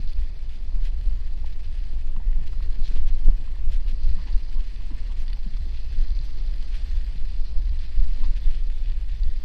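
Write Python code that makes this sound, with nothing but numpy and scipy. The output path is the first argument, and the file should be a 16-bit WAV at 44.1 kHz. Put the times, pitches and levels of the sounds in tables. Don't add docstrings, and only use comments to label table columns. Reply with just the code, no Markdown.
import sys
import numpy as np
from scipy import signal
from scipy.fft import rfft, irfft, next_fast_len
from scipy.io import wavfile
from scipy.ndimage import uniform_filter1d

SR = 44100
rng = np.random.default_rng(int(sys.argv[2]) if len(sys.argv) > 2 else 0)


def gain_from_decibels(decibels):
    exponent = np.asarray(decibels, float) / 20
    return 10 ** exponent


def pcm_store(signal):
    levels = np.round(np.clip(np.atleast_2d(signal), -1, 1) * 32767)
    wavfile.write(sys.argv[1], SR, levels.astype(np.int16).T)


N = 416304
T = np.arange(N) / SR

# time in seconds, load on the crust in dB, loose powder thrown up in dB over the load.
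TYRES = [(0.0, -58, 1), (0.5, -61.5, -2), (1.05, -58.5, -2.5), (1.4, -60.5, -3.5), (1.85, -58.5, -1),
         (2.26, -60.5, -10.5), (2.75, -57.5, -1), (3.4, -59, -4.5), (3.73, -58.5, -9), (4.05, -59, 3.5),
         (5.0, -56.5, -3.5), (5.5, -59, -0.5), (6.07, -58.5, 4), (6.85, -55, -2), (7.44, -59, 1),
         (8.25, -55.5, -1.5), (8.9, -58.5, -6.5), (9.44, -58, 0.5)]
# pitch in Hz, width in Hz, height in dB.
CASE = [(1897, 62, 2), (2528, 50, 5), (2900, 370, 1.5), (3500, 42, 4), (4137, 140, 6.5), (4590, 70, 3.5)]


def evened(x):
    return x / np.sqrt(np.mean(x ** 2) + 1e-20)


def curve(rows, order):
    rows = np.array(rows)
    return np.interp(T, rows[:, 0], rows[:, order])


def colour(x, points, modes=()):
    size = next_fast_len(N)
    hz = np.fft.rfftfreq(size, 1 / SR)
    point_hz, point_db = np.transpose(points)
    shape_db = np.interp(np.log(hz + .1), np.log(point_hz), point_db, right=-160)
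    for centre, width, height_db in modes:
        shape_db = shape_db + height_db / (1 + (2 * (hz - centre) / width) ** 2)
    return evened(irfft(rfft(x, size) * gain_from_decibels(shape_db), size)[:N])


def drift(per_s):
    return evened(signal.lfilter(*signal.butter(2, per_s, fs=SR), rng.standard_normal(N)))


def grains(per_s, spread_db):
    size = gain_from_decibels(spread_db * np.minimum(rng.exponential(1, N), 5))
    sign = np.sign(rng.standard_normal(N))
    return evened(size * sign * (rng.random(N) < per_s / SR))


def swells(rows, narrow=4.2):
    out = np.zeros(N)
    for s, db, length in rows:
        near = slice(max(round((s - 2 * length) * SR), 0), round((s + 2 * length) * SR))
        out[near] += gain_from_decibels(db) ** 2 * np.exp(-((T[near] - s) * narrow / length) ** 2)
    return np.sqrt(out)


def steadied(x, size, power):
    swing = abs(uniform_filter1d(uniform_filter1d(x ** 2, size), size)) + 0.037
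    return evened(x / swing ** (power / 2))


def patchy(x, depth_db):
    z = signal.stft(x, SR, nperseg=512, noverlap=384)[2]
    field = rng.standard_normal(z.shape[::-1]).T
    field = uniform_filter1d(uniform_filter1d(field, size=6, axis=0), size=30, axis=1)
    z = z * gain_from_decibels(depth_db * evened(field))
    return evened(signal.istft(z, SR, nperseg=512, noverlap=384)[1][:N])


def rings(rows, spread, fall, blur_s):
    out = np.zeros(N)
    chances = rng.uniform(-0.68, 1, (len(rows), 5))
    for (s, db, length, hz), chance in zip(rows, chances):
        tau = max(length - blur_s, .002) / fall
        u = np.arange(round(8 * tau * SR)) / SR / tau
        tone = np.zeros(len(u))
        for place, phase in zip(np.linspace(-1, 1, len(chance)), chance):
            partial_hz = hz * (1 + spread * place)
            tone += gain_from_decibels(-3.5 * abs(place)) * np.sin(2 * np.pi * partial_hz * u * tau + np.pi * phase)
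        envelope = np.sqrt(u) * np.exp(1 - u)
        part = out[max(round((s - 1.1 * tau) * SR), 0):][:len(u)]
        part += (gain_from_decibels(db) * evened(tone) * envelope)[:len(part)]
    return out


def wind():
    # time in seconds, airflow over the case in dB, roughness of the air in dB.
    air = [(0.0, -24, -2), (0.6, -25, -1), (1.3, -22, 0), (1.9, -22.5, -2), (2.3, -16.5, -0.5),
           (3.0, -27.5, 0), (3.6, -20, -0.5), (4.2, -25, 0), (4.7, -24, -0.5), (5.1, -20.5, 0),
           (5.7, -23, -1.5), (6.4, -21, -0.5), (7.0, -22.5, -1), (7.8, -24, -2), (8.4, -18.5, -0.5),
           (8.9, -20, -2.5), (9.44, -31.5, -3.5)]
    # time in seconds, level in dB, length in seconds.
    gusts = [(0.08, -15, 0.082), (0.21, -16.5, 0.16), (0.8, -15.5, 0.25), (1.09, -13.5, 0.12),
             (2.11, -16.5, 0.18), (2.38, -18.5, 0.43), (2.7, -15.5, 0.1), (2.815, -13.5, 0.11),
             (2.98, -10, 0.23), (3.11, -15, 0.6), (3.29, -5, 0.11), (3.42, -21, .06), (3.72, -12.5, 0.29),
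             (3.89, -15, 0.16), (4.1, -11.5, 0.23), (4.35, -7.5, 0.03), (4.58, -15.5, 0.17),
             (5.26, -29, 0.23), (6.01, -15, 0.35), (6.73, -18.5, 0.079), (6.98, -15, 0.083),
             (7.23, -15.5, .12), (7.41, -16.5, 0.12), (7.57, -10.5, 0.083), (7.73, -19, 0.17),
             (8.02, -9.5, 0.2), (8.13, -12, 0.12), (8.26, -10.5, 0.15), (8.49, -7.5, 0.069),
             (9.3, -15, 0.3)]
    # time in seconds, level in dB.
    flaps = [(0.21, -30.5), (0.47, -40), (0.68, -39), (0.97, -30), (1.1, -28), (1.22, -35.5), (1.44, -35.5),
             (1.68, -34.5), (1.98, -34), (2.3, -42), (2.42, -38), (2.53, -38), (2.65, -30.5), (2.88, -37.5),
             (3.0, -28), (3.12, -39), (3.29, -35), (3.6, -33.5), (3.73, -31.5), (3.96, -33), (4.09, -27.5),
             (4.21, -37.5), (4.33, -29), (4.57, -35), (4.8, -42), (4.92, -40), (5.16, -35), (5.4, -38.5),
             (5.64, -32), (5.76, -34), (5.89, -32.5), (6.13, -30.5), (6.25, -38.5), (6.37, -34), (6.5, -36),
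             (6.84, -36), (6.95, -30), (7.08, -31), (7.22, -35), (7.34, -34.5), (7.46, -36.5),
             (7.57, -30.5), (7.69, -28), (7.81, -34.5), (8.03, -31), (8.16, -38), (8.28, -30), (8.41, -37),
             (8.88, -38), (9.0, -31), (9.12, -30), (9.24, -26.5), (9.37, -33.5)]
    # pitch in Hz, level in dB.
    heave_hz_db = [(2, -20), (5, -5.5), (8, -1.5), (14, 0), (24, -3), (35, -10.5), (45, -15), (56, -25.5),
                   (75, -47)]
    # pitch in Hz, level in dB.
    flutter_hz_db = [(30, -16), (39, 9), (50, 9), (62, 0.5), (75, -10), (100, -23), (140, -50),
                     (260, -79.5)]
    # pitch in Hz, level in dB.
    roar_hz_db = [(55, -2), (75, 1.5), (105, -1), (200, -8.5), (330, -15), (700, -22), (1150, -26),
                  (1450, -34.5), (2500, -54.5), (6000, -49.5)]
    usual = gain_from_decibels(-20)

    heave = steadied(colour(rng.standard_normal(N), heave_hz_db), size=2400, power=.75)
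    flutter = steadied(colour(rng.standard_normal(N), flutter_hz_db), size=1300, power=.95)
    lumps_db = 1.25 * drift(24) + 0.5 * drift(35) + 0.91 * abs(heave)
    roar = colour(rng.standard_normal(N) * gain_from_decibels(lumps_db), roar_hz_db)

    flow = gain_from_decibels(curve(air, order=1))
    push = np.hypot(flow, swells(gusts))
    steady = gain_from_decibels(-39.5) * (flow / usual) ** 0.38
    flap = np.hypot(steady, swells([(s, db, 0.2) for s, db in flaps]))
    roar_gain = gain_from_decibels(-47 + curve(air, order=2)) * (push / usual) ** 0.28

    slow = signal.sosfiltfilt(signal.butter(5, 43, fs=SR, output="sos"), push * heave)
    return slow + gain_from_decibels(2.7) * flap * flutter + roar_gain * roar


def tyres():
    # pitch in Hz, level in dB.
    grind_hz_db = [(900, -3), (1400, -1), (1750, 6.5), (3500, 2.5), (3900, -1), (5500, -4.5), (6550, -9.5),
                   (8900, -11.5), (10400, -23), (14600, -33), (16000, -31.5)]
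    # pitch in Hz, level in dB.
    spray_hz_db = [(2500, -5), (3700, -0.5), (4100, 4.5), (4700, 8), (5200, 3), (5500, -8), (6100, -2.5),
                   (6600, -29.5), (9000, -49.5)]
    # time in seconds, length in seconds, level in dB, sharpness in dB.
    crunches = [(0.54, 0.14, -61, -8), (0.859, 0.1, -54.5, -9), (1.272, 0.031, -63, -8),
                (1.467, 0.031, -59, -7), (1.652, 0.039, -58, -21), (1.75, 0.11, -65.5, -5),
                (2.474, 0.031, -54, -9), (2.878, 0.13, -57, -7), (2.975, 0.069, -54.5, -8),
                (3.08, 0.054, -56, -9), (3.191, 0.027, -64, -1), (3.25, 0.031, -66, 1),
                (3.735, 0.078, -55, -6), (3.898, 0.075, -55.5, -8), (4.284, 0.047, -55.5, -21),
                (4.53, 0.024, -56.5, -11), (4.606, 0.017, -53.5, -22), (5.205, 0.078, -58, -4.5),
                (5.302, 0.02, -54.5, -14), (5.54, 0.037, -57, -19), (5.763, 0.14, -57.5, -15),
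                (5.937, 0.093, -58.5, -12), (6.017, 0.045, -56, -8), (6.25, 0.058, -62.5, -1),
                (6.755, 0.09, -52, -10.5), (7.836, 0.11, -58.5, -13), (8.246, 0.11, -59, -11),
                (8.371, 0.046, -54, -10), (8.53, 0.22, -57, -16), (8.876, 0.12, -60, -20)]
    # time in seconds, length in seconds, level in dB.
    crackles = [(0.081, 0.025, -55), (1.53, 0.037, -58), (2.86, 0.1, -55.5), (4.096, 0.03, -55.5),
                (4.328, 0.016, -53), (5.287, 0.022, -60), (7.478, 0.049, -58), (7.584, 0.048, -59),
                (7.837, 0.21, -61.5), (8.194, 0.025, -59), (8.252, 0.11, -65), (8.878, 0.18, -68)]

    crust_db = 0.46 * drift(21) + 0.98 * drift(90)
    pressed = grains(9000, spread_db=0.0) * gain_from_decibels(crust_db + 1.8 * drift(28))
    grind = patchy(colour(pressed, grind_hz_db, CASE), depth_db=1.13)
    thrown = grains(7000, spread_db=4.0) * gain_from_decibels(1.4 * crust_db + 1.7 * drift(32))
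    spray = colour(thrown, spray_hz_db, CASE)
    load, powder = gain_from_decibels(curve(TYRES, order=1)), gain_from_decibels(curve(TYRES, order=2) - 2.5)
    rolling = load * (gain_from_decibels(-1.03) * grind + powder * spray)

    coarse = grains(3000, spread_db=2.5)
    crunch = colour(coarse, [(1000, -18), (1600, 7.5), (3300, 9.5), (4200, -12.5), (7000, -30.0)], CASE)
    crackle = colour(coarse, [(2500, -36.5), (3600, 1.5), (4700, 1.0), (5600, -7.5), (7000, -28.5)], CASE)
    fizz = colour(coarse, [(4500, -1.5), (6000, 2), (9000, -4), (10500, -6.5), (16000, -22.5)])
    breaks = swells([(s, db, length) for s, length, db, _ in crunches])
    sharp = swells([(s, db + sharp_db, length) for s, length, db, sharp_db in crunches])
    alone = swells([(s, db, length) for s, length, db in crackles])
    glaze = np.hypot(gain_from_decibels(-6) * breaks, alone)
    return rolling + gain_from_decibels(0.8) * (breaks * crunch + glaze * crackle + sharp * fizz)


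def prickle():
    out = np.zeros(N)
    for hz, _, _ in CASE:
        out += signal.lfilter(*signal.iirpeak(hz, hz / 450, fs=SR), grains(45, spread_db=2.5))
    return gain_from_decibels(curve(TYRES, order=1) - 11.5) * evened(out)


def thuds():
    # time in seconds, level in dB, length in seconds, pitch in Hz.
    ruts = [(0.048, -41, 0.02, 110), (0.764, -48, 0.055, 164), (1.936, -36.5, 0.012, 132),
            (2.177, -43, 0.032, 164), (2.398, -39.5, 0.045, 140), (2.436, -45, 0.04, 123),
            (2.802, -40, 0.034, 139), (2.915, -38, 0.012, 166), (3.933, -42.5, 0.023, 170),
            (4.182, -40, 0.045, 148.5), (4.275, -49.5, 0.047, 256.5), (4.581, -54, 0.077, 137.5),
            (4.922, -42, 0.038, 248), (5.469, -34, 0.026, 175), (5.545, -46, 0.042, 156),
            (5.615, -46, 0.058, 126), (5.672, -38, 0.015, 162), (5.878, -51, 0.022, 115),
            (5.94, -45, 0.014, 109), (5.977, -49.5, 0.061, 195), (6.207, -37, 0.023, 116),
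            (7.168, -38.5, 0.035, 147), (7.855, -49, 0.055, 159.7), (8.105, -48, 0.032, 178),
            (8.24, -46.5, 0.076, 229.8), (8.896, -42, 0.009, 126), (8.921, -41, 0.073, 98),
            (9.176, -52, 0.06, 105), (9.4, -42, 0.012, 166)]
    return gain_from_decibels(-2.0) * rings(ruts, spread=.3, fall=2.2, blur_s=.008)


def snaps():
    # time in seconds, peak in dB, high modes over low modes in dB, tick in dB.
    ice = [(0.0753, -35, 8, -34), (0.1326, -37, 15, -6), (1.0118, -40, -3, -2), (1.6455, -40, 5, -22),
           (1.7268, -39, 3, -19), (1.801, -43, 1, -17), (2.1642, -42, -13, -31), (2.458, -43, -4, -18),
           (2.6254, -38, 1, -13), (5.2806, -33, 8, -30), (5.331, -29, -2, -10), (5.4317, -37.5, 9, -14),
           (5.5708, -36, 10, -22), (6.19, -34, 19, -20), (6.56, -42, 12, -3), (7.694, -38, 5, -22),
           (7.7907, -34, 9, -24), (8.7012, -34, -5, -11), (8.84, -42, -3, -17), (9.0966, -39, -5, -24),
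           (9.234, -30.5, 9, -31), (0.4935, -40, 4, -20), (1.057, -45, -1, -20), (2.33, -38, -8, -18),
           (2.7285, -38, 8, -22), (4.092, -37.5, -1, -12), (4.761, -36, 2, -22), (5.6538, -42, 9, -20),
           (6.1047, -37, 11, -20), (6.261, -40, 6, -20), (6.9708, -37, 2, -20), (7.0107, -40, 0, -20),
           (7.1573, -41, -6, -20), (7.1803, -38, 1, -20), (8.859, -37, 2, -20), (8.899, -35.5, -2, -22),
           (8.9193, -38, 1, -20), (9.2785, -44, -10, -25)]
    out, t = np.zeros(N + 800), np.arange(800) / SR
    decay = gain_from_decibels(-60 * t / .008) + .2 * gain_from_decibels(-60 * t / .03)
    envelope = decay * (1 - np.exp(-t / .0002))
    tick = np.sin(2 * np.pi * 6900 * t) + 1.4 * np.sin(2 * np.pi * 9200 * t)
    tick = tick * gain_from_decibels(-60 * t / 0.0035)
    chances = rng.standard_normal((len(ice), len(CASE)))
    for (s, db, high_db, tick_db), chance in zip(ice, chances):
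        ring = np.zeros(800)
        for (hz, _, _), c in zip(CASE, chance):
            mode_db = 2.0 * c - 2.2 * (4000 < hz < 4400) + (high_db if hz > 3300 else 0)
            ring += gain_from_decibels(mode_db) * np.sin(2 * np.pi * hz * t + c)
        ring = ring * envelope
        out[round(s * SR):][:800] += gain_from_decibels(db - 3.5) * (ring / abs(ring).max() + gain_from_decibels(tick_db - 7.0) * tick)
    return out[:N]


def singing():
    # time in seconds, length in seconds, level in dB, pitch in Hz.
    sung = [(0.67, 0.4, -66, 3500), (1.23, 0.35, -69, 2950), (1.227, 0.26, -61, 1880),
            (1.54, 0.36, -72, 2950), (2.228, 0.21, -61, 1880), (2.328, 0.27, -74, 2510),
            (2.533, 0.4, -66, 4160), (2.545, 0.27, -63, 1900), (2.555, 0.18, -64, 4780),
            (3.12, 0.22, -60, 4100), (3.46, 0.22, -71, 2550), (3.478, 0.13, -62, 1890),
            (3.96, 0.33, -64.5, 4620), (4.22, 0.42, -57.5, 1870), (4.37, 0.26, -65, 4080),
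            (4.71, 0.2, -71, 4240), (4.75, 0.27, -69, 3500), (4.76, 0.4, -64, 2920),
            (4.782, 0.29, -62, 4540), (4.79, 0.4, -62, 2600), (5.54, 0.36, -66, 1900),
            (5.64, 0.24, -61, 4050), (5.64, 0.36, -63, 3500), (5.89, 0.39, -62, 2550),
            (5.99, 0.4, -59, 1850), (6.45, 0.29, -59, 3500), (6.91, 0.47, -61, 3500),
            (7.03, 0.13, -64, 3500), (7.05, 0.37, -73, 4620), (7.16, 0.28, -66, 1900),
            (7.167, 0.11, -66, 3500), (7.18, 0.16, -65, 2970), (7.29, 0.12, -66, 1900),
            (7.295, 0.12, -60, 3500), (7.3, 0.17, -61, 2600), (7.412, 0.24, -63, 4160),
            (7.96, 0.13, -66, 3500), (8.177, 0.35, -62, 1900), (8.45, 0.12, -53, 3500),
            (8.768, 0.49, -59, 3500), (8.83, 0.4, -65.5, 2950), (8.9, 0.51, -64, 2570),
            (8.94, 0.07, -64, 3500), (9.13, 0.21, -58, 3500), (9.3, 0.2, -62, 3500)]
    out, fine = np.zeros(N), grains(2500, spread_db=2.5)
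    for hz in {row[3] for row in sung}:
        ring = signal.lfilter(*signal.iirpeak(hz, hz / 210, fs=SR), fine)
        rows = [(s, db - 4.5, length) for s, length, db, f in sung if f == hz]
        out += evened(ring) * swells(rows, narrow=4.6)
    return out


def knocks():
    # time in seconds, level in dB, length in seconds, pitch in Hz.
    fittings = [(0.724, -53, 0.016, 900), (1.445, -43, 0.012, 780), (2.1655, -44.5, 0.012, 1080),
                (2.209, -55, 0.026, 866), (2.367, -53, 0.013, 807), (2.536, -56, 0.021, 1200),
                (2.608, -51, 0.014, 1140), (2.833, -56.5, 0.025, 780), (3.478, -46.5, 0.0095, 1184),
                (3.567, -52, 0.014, 915), (4.197, -55.5, 0.037, 1054), (4.287, -54.5, 0.039, 914),
                (4.577, -58.5, 0.035, 1006), (4.813, -58, 0.018, 1035), (4.907, -46, 0.0057, 1036),
                (4.946, -63.5, 0.065, 1000), (5.11, -60.5, 0.039, 970), (5.307, -60, 0.038, 915),
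                (5.379, -59, 0.027, 880), (5.57, -52.5, 0.014, 1020), (6.29, -60, 0.019, 1080),
                (7.579, -67, 0.022, 794), (8.242, -49.5, 0.028, 1024), (8.898, -63, 0.036, 880)]
    return gain_from_decibels(-1.0) * rings(fittings, spread=0.17, fall=1.8, blur_s=0.00977)


def scene():
    ground = tyres() + prickle() + snaps() + singing()
    return (wind() + ground + thuds() + knocks())[None]


def thin_treble(x):
    # pitch in Hz, share of moments.
    survives = [(5600, 1), (6500, .9), (9300, .92), (9700, .72), (10400, .68), (10500, .93), (12800, .93)]
    # start in seconds, length in seconds.
    dull = [(0.26, 0.04), (0.57, 0.03), (0.7, 0.05), (0.91, 0.07), (1.21, 0.05), (1.58, 0.04), (1.98, 0.04),
            (2.07, 0.04), (3.92, 0.05), (4.15, 0.03), (4.61, 0.03), (4.97, 0.03), (6.0, 0.04), (6.18, 0.05),
            (6.58, 0.03), (6.98, 0.04), (7.25, 0.03), (7.44, 0.05), (7.74, 0.03), (7.78, 0.05),
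            (7.94, 0.05), (8.49, 0.04), (8.6, 0.04), (8.96, 0.04), (9.11, 0.04), (9.26, 0.04)]
    hz, t, z = signal.stft(x, SR, nperseg=256, noverlap=128)
    frame = np.arange(len(t))
    cell = frame // 2
    band = rng.random((len(t), 40))[frame // 8][:, (hz // 650).astype(int)].T
    speck = rng.random((len(t), 65))[cell][:, np.arange(len(hz)) // 3].T
    treble_db = 10 * np.log10((abs(z[hz > 9000]) ** 2).sum(0) + 1e-20)
    mood = uniform_filter1d(rng.standard_normal(len(t)), size=8)[cell] * 2.5
    mood = mood + .15 * (treble_db - uniform_filter1d(treble_db, size=120))

    hz = hz[:, None]
    uneven = gain_from_decibels(6.9 * (speck - .5) * (hz > 5600))
    kept = np.where(band < np.interp(hz, *np.transpose(survives)), uneven, gain_from_decibels(-11))
    gap_share = np.interp(hz, [5500, 6500, 12800], [0, .16, .2])
    gaps = rng.random((len(t), len(hz)))[frame // 5].T < gap_share
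    kept = kept * np.where(gaps, gain_from_decibels(-17.5), 1)
    speck_share = np.interp(hz, [12900, 13600, 15000, 15300], [.1, .25, .3, 0])
    specks = (mood > .05) * (speck < speck_share)
    kept = np.where(hz > 12900, np.where(specks, gain_from_decibels(11.0), gain_from_decibels(-24)), kept) * (hz < 15750)
    buzz = gain_from_decibels(-112) * (mood < -.3) * speck[0] * (hz > 12500) * (hz < 15750)
    z = z * kept + buzz
    cut = sum((t > s) & (t < s + length) for s, length in dull) > 0
    z = z * np.where(cut & (hz > 11400), gain_from_decibels(-28), 1)
    return signal.istft(z, SR, nperseg=256, noverlap=128)[1][:N]


def band_limit(x):
    return signal.sosfilt(signal.butter(12, 16310, fs=SR, output="sos"), x)


def record(dry):
    # time in seconds, size of the step.
    jumps = [
        (2.965, -0.07),
        (3.265, -0.045),
        (3.2850, 0.16),
    ]
    # pitch in Hz, level in dB.
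    whine = [(7000, -103), (8000, -104), (9000, -103), (12000, -104), (14508, -105)]
    start, size = np.array(jumps)[:, :1], np.array(jumps)[:, 1:]
    since = np.maximum(T - start, 0)
    steps = (size * (1 - np.exp(-since / 0.00057)) * np.exp(-since / 0.015)).sum(0)
    tones = sum(gain_from_decibels(db) * np.sin(2 * np.pi * hz * T) for hz, db in whine)
    hiss = gain_from_decibels(-77.5) * rng.standard_normal(N)
    taken = .9 * np.tanh(dry[0] / .9) + steps + tones + hiss
    taken = taken * np.minimum(T / .002, 1)
    mix = thin_treble(taken)[None]
    return band_limit(mix)


dry = scene()
out = record(dry)
pcm_store(out)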